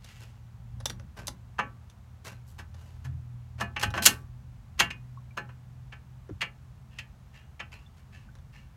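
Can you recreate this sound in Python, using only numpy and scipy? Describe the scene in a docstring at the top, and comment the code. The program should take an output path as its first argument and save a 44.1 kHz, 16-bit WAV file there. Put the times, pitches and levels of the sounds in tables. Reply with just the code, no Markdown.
"""Brake caliper work in a garage

Close to the microphone, a cast-iron caliper is worked back over its rotor: loose pads tick in their clips,
the casting knocks and snaps home, parts slide past and a bolt is turned in by hand. Damped noise bursts
excite decaying modes, with garage reflections behind them; short notes and the hub are damped sines.
Farther off, a motor hum, a drone and a groan are unsteady tones over noise for room rumble and hiss."""
import sys
import numpy as np
from scipy import signal
from scipy.fft import rfft, irfft, next_fast_len
from scipy.io import wavfile
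from scipy.ndimage import map_coordinates

SR = 44100
rng = np.random.default_rng(int(sys.argv[2]) if len(sys.argv) > 2 else 0)


def wrap_up_sound(samples):
    """Save the sound to the file named by the first command line argument, as 16-bit audio."""
    columns = np.atleast_2d(samples).T
    # keep every value between -1 and 1, then stretch to whole-number steps
    tamed = np.clip(columns, -1, 1)
    steps = np.round(tamed * 32767).astype(np.int16)
    wavfile.write(sys.argv[1], SR, steps)


N = 386316

# edges of the thud, body, clank, bright and sizzle ranges: edge_hz
RANGE_EDGES_HZ = [170, 600, 1800, 3300, 7500, 15500]
RANGE_FILTERS = [signal.butter(4, edges, "band", fs=SR, output="sos")
                 for edges in zip(RANGE_EDGES_HZ, RANGE_EDGES_HZ[1:])]
# modes of caliper, bracket and rotor: mode_hz, relative_db, t60_s
IRON_MODES = [(540, -6, 0.053), (685, -8, .16), (834, -0.5, .16), (1015, -3, .1), (1131, -3.5, 0.13),
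              (1244, -5, 0.065), (1320, -5, .18), (1536, -3, .19), (1640, -1, 0.065), (1726, 0.5, 0.14),
              (1810, -2, .12), (1950, -10.5, .15), (2215, -10, .15), (2288, -1.5, .13), (2480, 1, 0.17),
              (2658, 4, .1), (2734, -2.5, .14), (2786, -4.5, .16), (2865, 0.5, .11), (2945, -6, .11),
              (3074, -8.5, .14), (3220, -9.5, .13), (3316, -8.5, .09), (4140, -0.5, .1), (4295, -3.5, .09),
              (5340, 0.5, .07), (6203, 2.5, .06), (6480, -1, 0.048), (6590, -5, 0.07), (8963, -3.5, .05)]
# dense, quickly damped vibration of the clamped parts: frequency_hz, relative_db
CLACK_SPECTRUM = [(150, 1.5), (210, -3), (290, -11), (400, -6.5), (600, -8), (1000, 8), (1600, 7),
                  (2000, 3.5), (2700, 6), (3500, -2), (4700, 0), (6600, -5.5), (9000, -11), (12000, -10.5),
                  (15500, -18.5)]


def amp(db):
    """Decibels to gain."""
    return 10 ** (np.asarray(db) / 20)


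def unit(x):
    """Scale to rms 1."""
    return x / np.sqrt(np.mean(x ** 2) + 1e-20)


def along(points, hz):
    """Values of (Hz, value) points, read on a log frequency axis."""
    point_hz, value = np.transpose(points)
    return np.interp(np.log(hz + 1), np.log(point_hz), value)


def curves(rows):
    """One value per sample for each column after the time; the end values are held."""
    time_s, *columns = np.transpose(rows)
    return [np.interp(np.arange(N) / SR, time_s, column) for column in columns]


def wobble(rate_hz, size):
    """A smooth random curve with rate_hz knots a second."""
    knots = rng.standard_normal(int(size * rate_hz / SR) + 4)
    return map_coordinates(knots, [np.arange(size) * rate_hz / SR])


def filtered(x, response):
    """The sound with its spectrum multiplied by a response of frequency."""
    padded = next_fast_len(len(x) + 8192)
    spectrum = rfft(x, padded) * response(np.fft.rfftfreq(padded, 1 / SR))
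    return irfft(spectrum, padded)[:len(x)]


def noise(spectrum, size):
    """Noise of rms 1, coloured by a spectrum in dB."""
    return unit(filtered(rng.standard_normal(size), lambda hz: amp(along(spectrum, hz))))


def add(track, start_s, sound):
    """Mix a sound into the track at start_s."""
    part = track[max(round(start_s * SR), 0):][:len(sound)]
    part += sound[:len(part)]


def tone(hz, db, waver_db, drift_hz, octave_db):
    """A low tone with a weak octave, unsteady in pitch and level."""
    phase = 2 * np.pi * np.cumsum(hz + drift_hz * wobble(6.5, N)) / SR
    wave = np.sin(phase) + amp(octave_db) * np.sin(2 * phase)
    return amp(db + waver_db * wobble(8, N)) * unit(wave)


def modal(modes, t, scatter_db):
    """Decaying modes, struck at random strengths and phases, scaled to unit energy."""
    hz, db, t60_s = np.transpose(modes)
    strength = amp(db + scatter_db * rng.uniform(-1, 1, hz.shape))
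    phase = 2 * np.pi * rng.random(hz.shape)
    swings = np.sin(np.float32(2 * np.pi * np.outer(hz, t) + phase[:, None]))
    fades = np.exp(np.float32(-np.log(1000) * np.outer(1 / t60_s, t)))
    ring = np.sum(strength[:, None] * swings * fades, axis=0)
    return ring / np.linalg.norm(ring)


def single_modes(rows, rise_s, blur_rad, blur_rate_hz):
    """Damped swings of one resonance, their phase unsteady because the parts sit loose."""
    track, t = np.zeros(N), np.arange(SR // 2) / SR
    for start_s, hz, db, t60_s in rows:
        swing = np.sin(2 * np.pi * hz * t + blur_rad * wobble(blur_rate_hz, len(t)))
        envelope = amp(db - 60 * t / t60_s) * (1 - np.exp(-t / rise_s))
        add(track, start_s, envelope * swing)
    return track


def coloured(colour, db, weight_db, hardness_db):
    """Range levels: weight behind a contact lifts the low ranges, a hard edge the high ones."""
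    # gain of each range per dB of weight: lift_db_per_db
    weight_lift = [.8, .72, 0, 0, 0]
    # gain of each range per dB of hardness: lift_db_per_db
    hardness_lift = [0, 0, 0, .6, 1]
    return db + np.array(colour) + weight_db * np.array(weight_lift) + hardness_db * np.array(hardness_lift)


def voiced(sound, levels_db, span_s):
    """Where and how hard the parts touch sets each range's rms level over the first span_s."""
    total = 0
    for sos, db in zip(RANGE_FILTERS, levels_db):
        band = signal.sosfilt(sos, sound)
        total = total + amp(db) * band / np.sqrt(np.mean(band[:int(span_s * SR)] ** 2))
    return total


def in_garage(sound, wet_db, bass_db):
    """The sound and a fresh random tail of reflections; the bass builds up under the car and lingers."""
    # garage reverberation: frequency_hz, t60_s
    decay_times = [(170, .45), (500, 0.28), (1300, 0.25), (3000, 0.14), (6000, 0.12), (14000, 0.139)]
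    hz, t, cells = signal.stft(rng.standard_normal(SR // 2), SR, nperseg=256)
    fade = amp(-60 * t / along(decay_times, hz)[:, None]) * (1 - np.exp(-t / 0.0017))
    tail = signal.istft(cells * fade, SR, nperseg=256)[1]
    tail = tail / np.linalg.norm(tail)
    bass = signal.sosfilt(signal.butter(2, 330, fs=SR, output="sos"), tail)
    tail = tail + amp(bass_db) * bass
    return sound + amp(wet_db) * signal.fftconvolve(sound, tail)[:len(sound)]


def contacts(rows, colour, modes, clack_t60_s, ringing_db, rise_s, chatter_db):
    """Rough faces chatter for a moment as they meet: a damped clack that sets the part ringing."""
    firm_db, halving_db = -37.5, 33.5  # the clack dies twice as fast for each such step above firm
    weight_ringing = .2  # dB of ringing gained per dB of weight: a glancing touch barely stirs the part
    edge_damping = .12  # dB of ringing lost per dB of hardness
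    track, t = np.zeros(N), np.arange(SR // 4) / SR
    for start_s, db, weight_db, hardness_db in rows:
        t60_s = clack_t60_s * .5 ** ((db - firm_db) / halving_db)
        chatter = amp(-60 * t / t60_s + chatter_db * wobble(900, len(t)))
        clack = chatter * noise(CLACK_SPECTRUM, len(t))
        ring_db = ringing_db + weight_ringing * weight_db - edge_damping * hardness_db
        ring = amp(ring_db) * modal(modes, t, scatter_db=6.5)
        blow = (clack / np.linalg.norm(clack) + ring) * (1 - np.exp(-t / rise_s))
        levels_db = coloured(colour, db, weight_db, hardness_db)
        add(track, start_s, voiced(in_garage(blow, wet_db=-10.0, bass_db=10.0), levels_db, span_s=1 / 60))
    return track


def rubs(rows, colour, grain_db, ringing_db):
    """Sliding surfaces catch and slip in tiny grains that make the iron ring faintly."""
    track, t = np.zeros(N), np.arange(SR * 2 // 5) / SR
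    for start_s, length_s, *touch in rows:
        release_s = 0.049 + 5.3 * length_s  # a longer stroke dies away more slowly
        release = amp(-60 * np.maximum(t - length_s, 0) / release_s)
        stroke = np.minimum(2 * t / length_s, 1) * release
        slips = stroke * amp(grain_db * wobble(400, len(t))) * noise(CLACK_SPECTRUM, len(t))
        ring = signal.fftconvolve(slips, modal(IRON_MODES, t, scatter_db=6))[:len(t)]
        rub = in_garage(slips + amp(ringing_db) * ring, wet_db=-12.0, bass_db=1)
        add(track, start_s, voiced(rub, coloured(colour, *touch), span_s=length_s))
    return track


def motor_hum():
    """A distant motor slowly gathers speed, so its unsteady tone climbs."""
    # loudness of the hum as it swells and recedes: time_s, level_db
    hum_level = [(0, -54.5), (.75, -47), (1.4, -53), (2.7, -53), (3.1, -44), (4.5, -49), (5.7, -46.5),
                 (7.3, -58), (8.76, -56.5)]
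    level_db, = curves(hum_level)
    hz = 117.3 + 1.25 * np.arange(N) / SR
    return tone(hz, level_db - .5, waver_db=2.5, drift_hz=.5, octave_db=-25.0)


def deep_drone():
    """A steady-pitched, slightly drifting tone below the hum swells once."""
    start_s, attack_s, hold_s, release_s = 2.4, 0.2, 1.5, .9
    rest_db, swell_db = -61.5, 14
    corners_s = np.cumsum([start_s, attack_s, hold_s, release_s])
    swell = np.interp(np.arange(N) / SR, corners_s, [0, 1, 1, 0])
    return tone(83, rest_db + swell_db * swell, waver_db=3.0, drift_hz=.5, octave_db=-27.0)


def room_rumble():
    """Low-frequency noise with a slow random change of level."""
    # low room rumble: frequency_hz, relative_db_per_hz
    rumble_spectrum = [(15, -55), (28, -25.5), (47, 2.5), (65, 5), (120, -1), (160, -7), (215, -9),
                       (280, -25.5), (400, -35), (900, -79.5)]
    return amp(-50.3 + 1.6 * wobble(2.5, N)) * noise(rumble_spectrum, N)


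def air_hiss():
    """Room air and microphone hiss: faint, almost steady coloured noise."""
    # room air and microphone hiss: frequency_hz, relative_db_per_hz
    air_spectrum = [(150, -10), (300, -2), (480, -4), (820, 0), (1300, -4), (2000, -9), (3200, -13),
                    (5000, -17), (6500, -17), (10000, -23), (15800, -24)]
    return amp(-65.7 + 0.17 * wobble(2.6, N)) * noise(air_spectrum, N)


def sliding_parts():
    """Tool, sleeve and parts slide past in short grainy strokes."""
    # strokes, level before range colour: start_s, length_s, level_db, weight_db, hardness_db
    slide_rows = [(0, 0.13, -60.5, -13, -5.5), (.186, 0.05, -64, 0.5, 2), (1.162, 0.028, -57.5, 6, -2.5),
                  (2.242, 0.031, -53, 1, 1.2), (2.46, 0.04, -83.5, 5, 21), (2.726, 0.15, -72.5, 5, 1.5),
                  (3.578, 0.0218, -55.5, -4, -11), (3.95, 0.02, -47.5, 8.5, -8),
                  (4.024, .034, -44.5, -5.5, 13.5), (4.774, .02, -56.5, -1, -9),
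                  (7.77, 0.057, -70.5, -6, -12), (7.96, .025, -72.5, -4.5, 1)]
    # base level of the five ranges, thud to sizzle: level_db
    slide_colour = [-1, -0.5, -1.5, -1, -6]
    return rubs(slide_rows, slide_colour, grain_db=3.5, ringing_db=-11.5)


def pad_ticks():
    """Pads tick in their spring clips, whose thin steel rings briefly; the first tick comes as a tool is
    handled."""
    # ticks, level before range colour: start_s, level_db, weight_db, hardness_db
    tick_rows = [(.043, -59, -2.5, 3), (.801, -61.5, 13, 4.5), (.856, -34, -6, 1.5),
                 (.897, -38.5, -9, -6.5), (.995, -54, -2, -16), (1.27, -55, -4, 19),
                 (1.279, -41, -1.5, 2.5), (1.897, -62.5, -7, -1), (2.325, -61, 3, -14),
                 (2.742, -61.5, 1, -6.5), (3.795, -47.5, 0.5, 1.5), (3.904, -55, 4.5, -0.5),
                 (6.29, -62.5, 10.5, -20), (8.352, -67, 6, -2), (8.385, -66, -3, -15)]
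    # base level of the five ranges, thud to sizzle: level_db
    tick_colour = [-6, -2.5, -10.5, 1, -7]
    # thin steel of the pad clips: mode_hz, relative_db, t60_s
    clip_modes = [(545, -5, .08), (840, 0.5, .08), (1750, -6.5, .08), (3560, 2.5, .04), (3930, -1.5, .035),
                  (5750, 2.5, .04), (6330, -2, .04), (9790, 1.5, .04)]
    return contacts(tick_rows, tick_colour, clip_modes, clack_t60_s=.028, ringing_db=-4,
                    rise_s=0.0006, chatter_db=7.5)


def casting_knocks():
    """The casting lands flat or rocks from edge to edge; a favoured mode stands out, the rotor may sing on."""
    # casting on rotor and bracket, level before range colour; gap 0 when it lands flat:
    # start_s, level_db, weight_db, hardness_db, rocking_gap_s, favoured_mode_hz
    knock_rows = [(1.588, -36.5, 8, -9, 0.0053, 810), (2.586, -53.5, 6.5, 9, 0.005, 1650),
                  (3.046, -59, 8.5, 11, 0.0048, 3360), (3.607, -39.5, 10, 6.5, 0.0057, 1651),
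                  (3.762, -34, -6.5, -18, 0.0015, 2457), (3.81, -40.5, -2, 6.5, 0.00063, 2650),
                  (3.828, -31.5, 0, 8, .004, 2865), (3.938, -39.5, 7.5, -5, 0.00034, 1726),
                  (3.975, -35, 7, -4, 0, 1633), (4.021, -38.5, -3.5, 16.5, 0.00098, 3325),
                  (4.059, -22.5, -5, 23, .006, 1515), (4.798, -21, -8, 3.5, .007, 2780),
                  (4.903, -37, -13.5, -9, 0, 2831), (5.372, -42, 9.5, -0.5, 0.0033, 2693),
                  (5.489, -61, 12, -9, 0, 2810), (5.923, -50, -4.5, -11.5, 0.0038, 2359),
                  (6.415, -28.5, -14.5, -8, .008, 2310), (6.985, -40.5, -20, -3, 0.0011, 3086),
                  (7.597, -39.5, -8, -13.5, 0.0035, 2662)]
    # base level of the five ranges, thud to sizzle: level_db
    knock_colour = [-11.5, -1.53, -1, -8, -17.5]
    # blows that land on the rotor: start_s, level_db
    rotor_blows = [(1.592, -44), (4.075, -44)]
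    rotor_hz, rotor_t60_s = 1150, 0.44
    favoured_db, favoured_t60_s = -3.5, 0.15  # the mode that the point of contact brings out
    # one edge touches first, the other last: change in level, weight and hardness (dB)
    first_edge, last_edge = (-8, -4, -0.95), (-4, 5, -7.5)
    touches = []
    notes = [(start_s, rotor_hz, db, rotor_t60_s) for start_s, db in rotor_blows]
    for start_s, *touch, gap_s, hz in knock_rows:
        touches.append((start_s, *touch))
        if gap_s > .001:  # shorter gaps add no separate edge contacts
            touches.append((start_s - gap_s, *np.add(touch, first_edge)))
            touches.append((start_s + gap_s, *np.add(touch, last_edge)))
        range_db = coloured(knock_colour, *touch)[np.searchsorted(RANGE_EDGES_HZ, hz) - 1]
        notes.append((start_s + gap_s, hz, range_db + favoured_db, favoured_t60_s))
    clanks = contacts(touches, knock_colour, IRON_MODES, clack_t60_s=.05, ringing_db=-4,
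                      rise_s=0.003, chatter_db=3)
    return clanks + single_modes(notes, rise_s=0.00042, blur_rad=.4, blur_rate_hz=260)


def short_notes():
    """Short, quickly damped notes: some colour a knock, others are light touches heard alone."""
    # short damped notes: start_s, pitch_hz, level_db
    note_rows = [(1.59, 986, -19), (1.591, 1210, -18.5), (3.977, 727, -27), (3.978, 1650, -30.5),
                 (4.06, 7160, -6), (5.173, 1098, -40), (6.293, 367, -32.5), (6.308, 306.7, -29.5),
                 (5.308, 2343, -50), (7.862, 3520, -51.5), (8.288, 1513, -49.5)]
    t60_s = 0.052
    return single_modes([(*note, t60_s) for note in note_rows], rise_s=0.0011, blur_rad=0.35, blur_rate_hz=340)


def low_groan():
    """A low tone bends upward as it briefly swells, leaving a faint held pitch."""
    # groan, end values held: time_s, pitch_hz, level_db
    groan_curve = [(2.98, 120.5, -91), (3.06, 125.4, -36.5), (3.17, 143.6, -43.5), (3.27, 145, -65)]
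    return tone(*curves(groan_curve), waver_db=1.5, drift_hz=2, octave_db=-22)


def rocking_hub():
    """Heavy contacts set the hub rocking on its suspension in a few low modes."""
    # modes of the hub: mode_hz, relative_db, t60_s
    hub_modes = [(57.3, -7.5, .45), (104.76, 0.5, .35), (186, -9.5, 0.32)]
    # heavy contacts that set it going: start_s, level_db
    jolt_rows = [(3.845, -25), (4.08, -36), (4.81, -37.5), (6.3, -34)]
    notes = [(start_s, hz, db + mode_db, t60_s) for start_s, db in jolt_rows for hz, mode_db, t60_s in hub_modes]
    return single_modes(notes, rise_s=.012, blur_rad=.8, blur_rate_hz=42)


def bolt_turns():
    """A bolt is turned in by hand, each turn a short grainy rub with the iron ringing."""
    # turns, level before range colour: start_s, length_s, level_db
    turn_rows = [(6.897, 0.071, -67.5), (7.324, 0.043, -61), (7.714, 0.025, -53), (8.113, 0.052, -60),
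                 (8.519, 0.049, -61)]
    # base level of the five ranges, thud to sizzle: level_db
    turn_colour = [-13, -7.5, 0, -9, -18.5]
    neutral_touch = (0, 0)  # weight and hardness (dB)
    return rubs([(*turn, *neutral_touch) for turn in turn_rows], turn_colour, grain_db=4.0, ringing_db=-7.5)


def scene():
    """The brake work close by, over the garage background."""
    background = motor_hum() + deep_drone() + room_rumble() + air_hiss() + low_groan()
    handling = sliding_parts() + pad_ticks() + bolt_turns()
    iron = casting_knocks() + short_notes() + rocking_hub()
    return (background + handling + iron)[None]


def record(dry):
    """The recorder rounds off the loudest peaks and keeps nothing above its band limit."""
    ceiling, top_hz = .95, 15900
    rounded = dry[0] / (1 + (dry[0] / ceiling) ** 4) ** (1 / 4)
    return filtered(rounded, lambda hz: hz < top_hz)[None]


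dry = scene()
out = record(dry)
wrap_up_sound(out)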